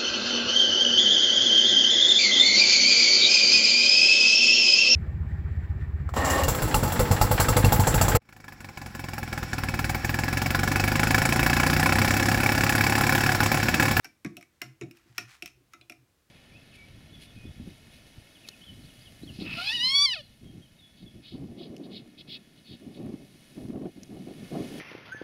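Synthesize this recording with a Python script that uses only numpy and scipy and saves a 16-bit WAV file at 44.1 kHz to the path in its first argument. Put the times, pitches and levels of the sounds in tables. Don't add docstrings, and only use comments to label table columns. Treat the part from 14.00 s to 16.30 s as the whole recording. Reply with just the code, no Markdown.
import sys
import numpy as np
from scipy import signal
from scipy.fft import rfft, irfft
from scipy.io import wavfile
from scipy.ndimage import uniform_filter1d

SR = 44100
rng = np.random.default_rng(int(sys.argv[2]) if len(sys.argv) > 2 else 0)


def int16_out(signal):
    q = np.round(np.clip(np.atleast_2d(signal).T, -1, 1) * 32767)
    wavfile.write(sys.argv[1], SR, q.astype(np.int16))


def linear_from_db(decibels):
    return 10 ** (np.asarray(decibels, float) / 20)


N = 101429
T = np.arange(SR // 4) / SR


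def band(x, lo_hz, hi_hz):
    return signal.sosfilt(signal.butter(2, [lo_hz, hi_hz], "band", fs=SR, output="sos"), x)


def coloured(spectrum):
    f_hz = np.fft.rfftfreq(N, 1 / SR) + 1
    hz, db = np.array(spectrum).T
    gain = linear_from_db(np.interp(np.log(f_hz), np.log(hz), db))
    x = irfft(rfft(rng.standard_normal(N)) * gain, N)
    return x / x.std()


def walk(rate_hz):
    k = int(SR / rate_hz)
    x = uniform_filter1d(uniform_filter1d(rng.standard_normal(N), k), k)
    return x / x.std()


def swells(events):
    t = np.arange(N) / SR
    total = np.zeros(N)
    for peak_s, rise_s, fall_s, db in events:
        width_s = np.where(t < peak_s, rise_s, fall_s)
        total += linear_from_db(db) * np.exp(-2 * ((t - peak_s) / width_s) ** 2)
    return total


def ring(modes, drive, scale=0.99, smear=0.93):
    blur_rad, scatter_db, detune, rise_cycles = 0.042, 1.5, 0.004, 1.6
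    hz, db, t60_s = np.array(modes).T[:, :, None]
    hz = hz * scale
    level_draw, pitch_draw = rng.standard_normal((2, len(hz), 1))
    wander = np.cumsum(rng.standard_normal((len(hz), len(T))), axis=1)
    blur = smear * blur_rad * np.sqrt(hz / 2000) * wander
    decay = linear_from_db(db + scatter_db * level_draw - 60 * T / t60_s)
    onset = 1 - np.exp(-T * hz / rise_cycles)
    y = decay * onset * np.sin(2 * np.pi * hz * (1 + detune * pitch_draw) * T + blur)
    y = signal.fftconvolve(y.sum(0), drive)[:len(T)]
    return y / np.abs(y).max()


def add(out, s, x):
    i = int(s * SR)
    out[i:i + len(x)] += x[:N - i]


def quiet_floor():
    # (f/Hz, density/dB)
    spectrum = [(15, -47), (27, -19), (58, -12), (87, 0), (206, -6), (516, -10.5), (936, -15.5),
                (1070, -13.5), (16000, -24.5)]
    return linear_from_db(-71.5 + 0.4 * walk(5.1)) * coloured(spectrum)


def hand():
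    # (t/s, level/dB)
    level = [
        (0, -80),
        (1.4, -75),
        (1.45, -68),
        (1.7, -77.5),
        (2.3, -81),
    ]
    x = band(rng.standard_normal(N), 44.2, 93.6)
    return x / x.std() * linear_from_db(np.interp(np.arange(N) / SR, *np.array(level).T))


def liquid():
    # (peak/s, rise/s, fall/s, level/dB)
    swishes = [
        (.04, 0.021, 0.012, -67),
        (.54, .04, 0.11, -79.5),
        (.975, 0.049, 0.046, -68.5),
        (1.1, 0.18, 0.08, -69.5),
        (1.172, 0.024, 0.025, -63),
        (1.21, 0.008, 0.037, -65),
        (1.325, 0.059, 0.064, -54.5),
        (1.415, 0.034, 0.015, -75.5),
        (1.72, 0.015, 0.05, -72),
        (2.272, .006, 0.0051, -93),
    ]
    # (f/Hz, density/dB)
    spectrum = [(290, -49), (500, -30), (773, -13.5), (880, -14), (1870, -6), (3390, -14), (5970, -16),
                (16000, -31.5)]
    return swells(swishes) * coloured(spectrum) * linear_from_db(2.4 * walk(400))


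def counter_hum():
    # (peak/s, rise/s, fall/s, level/dB)
    sways = [
        (.05, 0.1, .06, -72),
        (.27, 0.03, 0.17, -57.5),
        (.665, 0.045, 0.1, -53),
        (.83, 0.03, 0.13, -53),
        (1.11, 0.022, 0.018, -57),
        (1.25, 0.1, 0.062, -51.5),
        (1.5, 0.092, .06, -67.5),
        (1.61, 0.075, 0.12, -65),
        (1.83, 0.074, 0.11, -66),
        (2.04, 0.068, 0.012, -57),
    ]
    pitch_hz = 122 * (1 + 0.05 * walk(28.2))
    hum = np.sin(2 * np.pi * np.cumsum(pitch_hz) / SR) * linear_from_db(3.5 * walk(29))
    return swells(sways) * hum


def counter_blows():
    # (t/s, thud/dB, cup ring/dB)
    knocks = [(0.052, -49, -61), (0.248, -27, -51), (0.27, -43.5, -73), (0.307, -51, -73),
              (.372, -46, -49.5), (.617, -41, -47.5), (0.812, -31.5, -55.5), (.828, -40, -52.5),
              (0.853, -72, -57.5), (0.867, -49, -82), (0.899, -55, -71), (1.057, -58, -75),
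              (1.099, -60.5, -73), (1.182, -43, -48.5), (1.215, -49, -93), (1.424, -42, -51),
              (1.57, -61.5, -98), (1.604, -61, -79), (1.742, -55.5, -67.5), (1.812, -56, -65),
              (1.9, -48, -52), (2.021, -61.5, -88)]
    # (f/Hz, level/dB, t60/s)
    counter_modes = [(152.9, -6, 0.13), (208, -10.5, 0.21), (283.2, -4.5, 0.13), (340.6, -10, 0.4),
                     (351.5, 7.5, 0.048), (360.7, -1, 0.077)]
    # (f/Hz, level/dB, t60/s)
    cup_modes = [(620, -1, .12), (715.8, 3, 0.16), (773, -15, 0.3)]
    push_s, sway_s = 0.0005, 0.015
    deep_hz, deep_slope, hard_db = 250, 0.4, -27
    thud, cup = np.zeros((2, N))
    push = T[:400] * np.exp(-T[:400] / push_s)
    for s, thud_db, cup_db in knocks:
        rattle = linear_from_db(-30) * rng.standard_normal(4096) * np.exp(-T[:4096] / sway_s)
        rattle[0] = 1
        deep_db = deep_slope * (thud_db - hard_db)
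        modes = [(hz, db + (hz < deep_hz) * deep_db, t60_s) for hz, db, t60_s in counter_modes]
        add(thud, s, linear_from_db(thud_db + 1.5) * ring(modes, np.convolve(push, rattle), smear=3))
        add(cup, s, linear_from_db(cup_db + 1.5) * ring(cup_modes, push[:40]))
    thud = band(band(thud, 73.3, 480), 73.3, 480)
    return thud + band(cup, 464, 1500)


def contact(steel_db, tick_db):
    # (f/Hz, level/dB, t60/s)
    steel_modes = [(4370, -7, 0.0092), (5510, -33.5, 0.053), (5356, -4, 0.015), (5636, -13, 0.061),
                   (5960, -0.5, 0.01), (6510, -16, 0.014), (7140, -11.5, 0.0082)]
    chatter_s, tine_lag_s = 0.006, 0.00076
    tick_t60_s, tick_rise_s, stir_t60_s = 0.011, 0.0008, 0.12
    bounce, chance = rng.standard_normal((2, 1024))
    force = linear_from_db(-20) * bounce * (chance > 2) * np.exp(-T[:1024] / chatter_s)
    force[0] = linear_from_db(-11)
    force[int(tine_lag_s * SR)] = 1
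    burst = rng.standard_normal(len(T)) * linear_from_db(-60 * T / tick_t60_s) * np.minimum(T / tick_rise_s, 1)
    tick_hz = 9860 * 2 ** (min(tick_db + 8, 3) / 16)
    lo_hz, hi_hz = tick_hz * 0.52, tick_hz * 1.48
    tick = band(band(burst, lo_hz, hi_hz), lo_hz, hi_hz) * linear_from_db(tick_db + 6)
    crack = band(burst, 1368, 7106) * linear_from_db(steel_db + 7)
    stir = band(rng.standard_normal(len(T)), 1200, 8200) * np.minimum(T / chatter_s, 1)
    stir = stir * linear_from_db(steel_db - 11 - 60 * T / stir_t60_s)
    steel = linear_from_db(steel_db + 3) * ring(steel_modes, force)
    return force, tick + crack + stir + steel


def strike(hits, glass_modes):
    out = np.zeros(N)
    for s, db, hz, steel_db, tick_db in hits:
        force, bright = contact(steel_db, tick_db)
        add(out, s, linear_from_db(db + 3.5) * (ring(glass_modes, force, hz) + bright))
    return out


def fork_rings():
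    # (t/s, level/dB, f/Hz, t60/s)
    rings = [(0.047, -41.5, 1590, 0.083), (.046, -44.5, 782, 0.031), (0.046, -45.5, 2352, 0.17),
             (0.248, -37, 1690, 0.048), (0.251, -46, 1863, 0.076), (0.248, -48, 1124, .15),
             (0.248, -53, 1600, 0.069), (.249, -49, 2070, 0.09), (0.372, -53.5, 1280, 0.055),
             (0.619, -45.5, 1421, 0.18), (0.617, -34.5, 2840, 0.041), (0.615, -33.5, 1830, 0.022),
             (.618, -39, 2073, .05), (0.812, -37, 7080, 0.017), (0.824, -51, 3850, 0.07),
             (1.182, -27, 1459, 0.033), (1.181, -34, 2634, 0.098), (1.182, -25.5, 1860, 0.03),
             (1.423, -34.5, 2420, 0.037), (1.46, -42.5, 2034, 0.025), (1.736, -41.5, 1302, 0.052),
             (1.739, -55, 2660, 0.088), (1.736, -51, 2073, 0.081), (1.736, -54, 3810, 0.071),
             (1.736, -46, 6500, 0.025), (1.898, -59, 5770, .03), (1.898, -46, 3410, .03),
             (1.812, -47.5, 4040, 0.04), (1.813, -52.5, 2500, 0.082), (1.812, -53, 4960, 0.019),
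             (1.82, -56.5, 3440, 0.07)]
    # (multiple of f, level/dB)
    side_modes = [(1.06, -8), (.93, -10)]
    out = np.zeros(N)
    for s, db, hz, t60_s in rings:
        modes = [(hz, 0, t60_s)] + [(hz * k, side_db, t60_s / 2) for k, side_db in side_modes]
        add(out, s, linear_from_db(db - 1.5) * ring(modes, np.hanning(12)))
    return out


def wall_clinks():
    # (t/s, level/dB, pitch/Hz, steel re level/dB, tick re level/dB)
    hits = [(0.3678, -39, 2620, -7.5, -4), (0.3735, -55.5, 2550, -1.5, -12),
            (0.4101, -46.5, 2258, -10, -8.5), (0.4263, -45.5, 2265, -13, -9.5),
            (0.9106, -46.5, 2510, -10, -4), (.9705, -56.5, 2580, -6, -2.5),
            (1.4229, -31.5, 2612, -10.5, -9), (1.4565, -55, 2500, -24, -28), (1.4585, -37, 2506, -3.5, -3),
            (1.4763, -43.5, 2366, -9, -8), (1.8115, -48.5, 2530, -23, -13), (1.8973, -35, 2446, -12, -9.5),
            (1.9208, -43.5, 2363, -14, -11)]
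    # (multiple of pitch, level/dB, t60/s)
    modes = [(.9, -7, .018), (1.001, 0, .017), (.97, -21, .075), (1.09, -6, .018), (1.55, -20, .015),
             (.56, -18, .03)]
    return strike(hits, modes)


def base_knocks():
    # (t/s, level/dB, pitch/Hz, steel re level/dB, tick re level/dB)
    hits = [(0.0447, -43.5, 2300, -0.5, 0.5), (0.0508, -62, 2310, 2, 8), (0.0535, -41.5, 2284, -10, -18),
            (0.2473, -33.5, 2160, -13, -10), (0.2613, -42.5, 2050, -7, -25), (0.617, -32, 2155, -3.5, -3),
            (0.8118, -37.5, 2350, -17, -14), (.8205, -43, 2210, -15, -19), (0.835, -51, 2390, -11, -20),
            (1.1802, -27, 2420, -3.5, -4.5), (1.21, -48, 2540, -14, -8), (1.7341, -49.5, 2305, -5.5, -3),
            (1.7446, -52.5, 2445, -10, -18)]
    # (multiple of pitch, level/dB, t60/s)
    modes = [(.4, -20, .04), (.5, -17, .04), (.6, -14, .035), (.8, -9, .03), (.89, -8, .025),
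             (.96, -9, .05), (1.001, 0, .022), (1.05, -12, .06), (1.14, -7, .025)]
    return strike(hits, modes)


def fork():
    return band(base_knocks() + wall_clinks() + fork_rings(), 500, 18000)


def room(x):
    low_t60_s, top_t60_s, gap_s = 0.29, 0.26, 0.0044
    low, top = rng.standard_normal((2, len(T)))
    tail = band(low, 200, 3500) * linear_from_db(-60 * T / low_t60_s)
    tail = tail + band(top, 2900, 12700) * linear_from_db(-60 * T / top_t60_s)
    tail = tail * (T > gap_s)
    return signal.fftconvolve(x, tail / np.sqrt(np.sum(tail ** 2)))[:N] * linear_from_db(-13.5)


def scene():
    near = fork() + liquid()
    counter = counter_blows() + counter_hum()
    return (near + room(near) + counter + hand() + quiet_floor())[None]


def roll_off(x):
    return signal.sosfilt(signal.butter(12, 16830, fs=SR, output="sos"), x)


def record(dry):
    mix = signal.sosfilt(signal.butter(6, 15900, fs=SR, output="sos"), dry)
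    return roll_off(mix)


dry = scene()
out = record(dry)
int16_out(out)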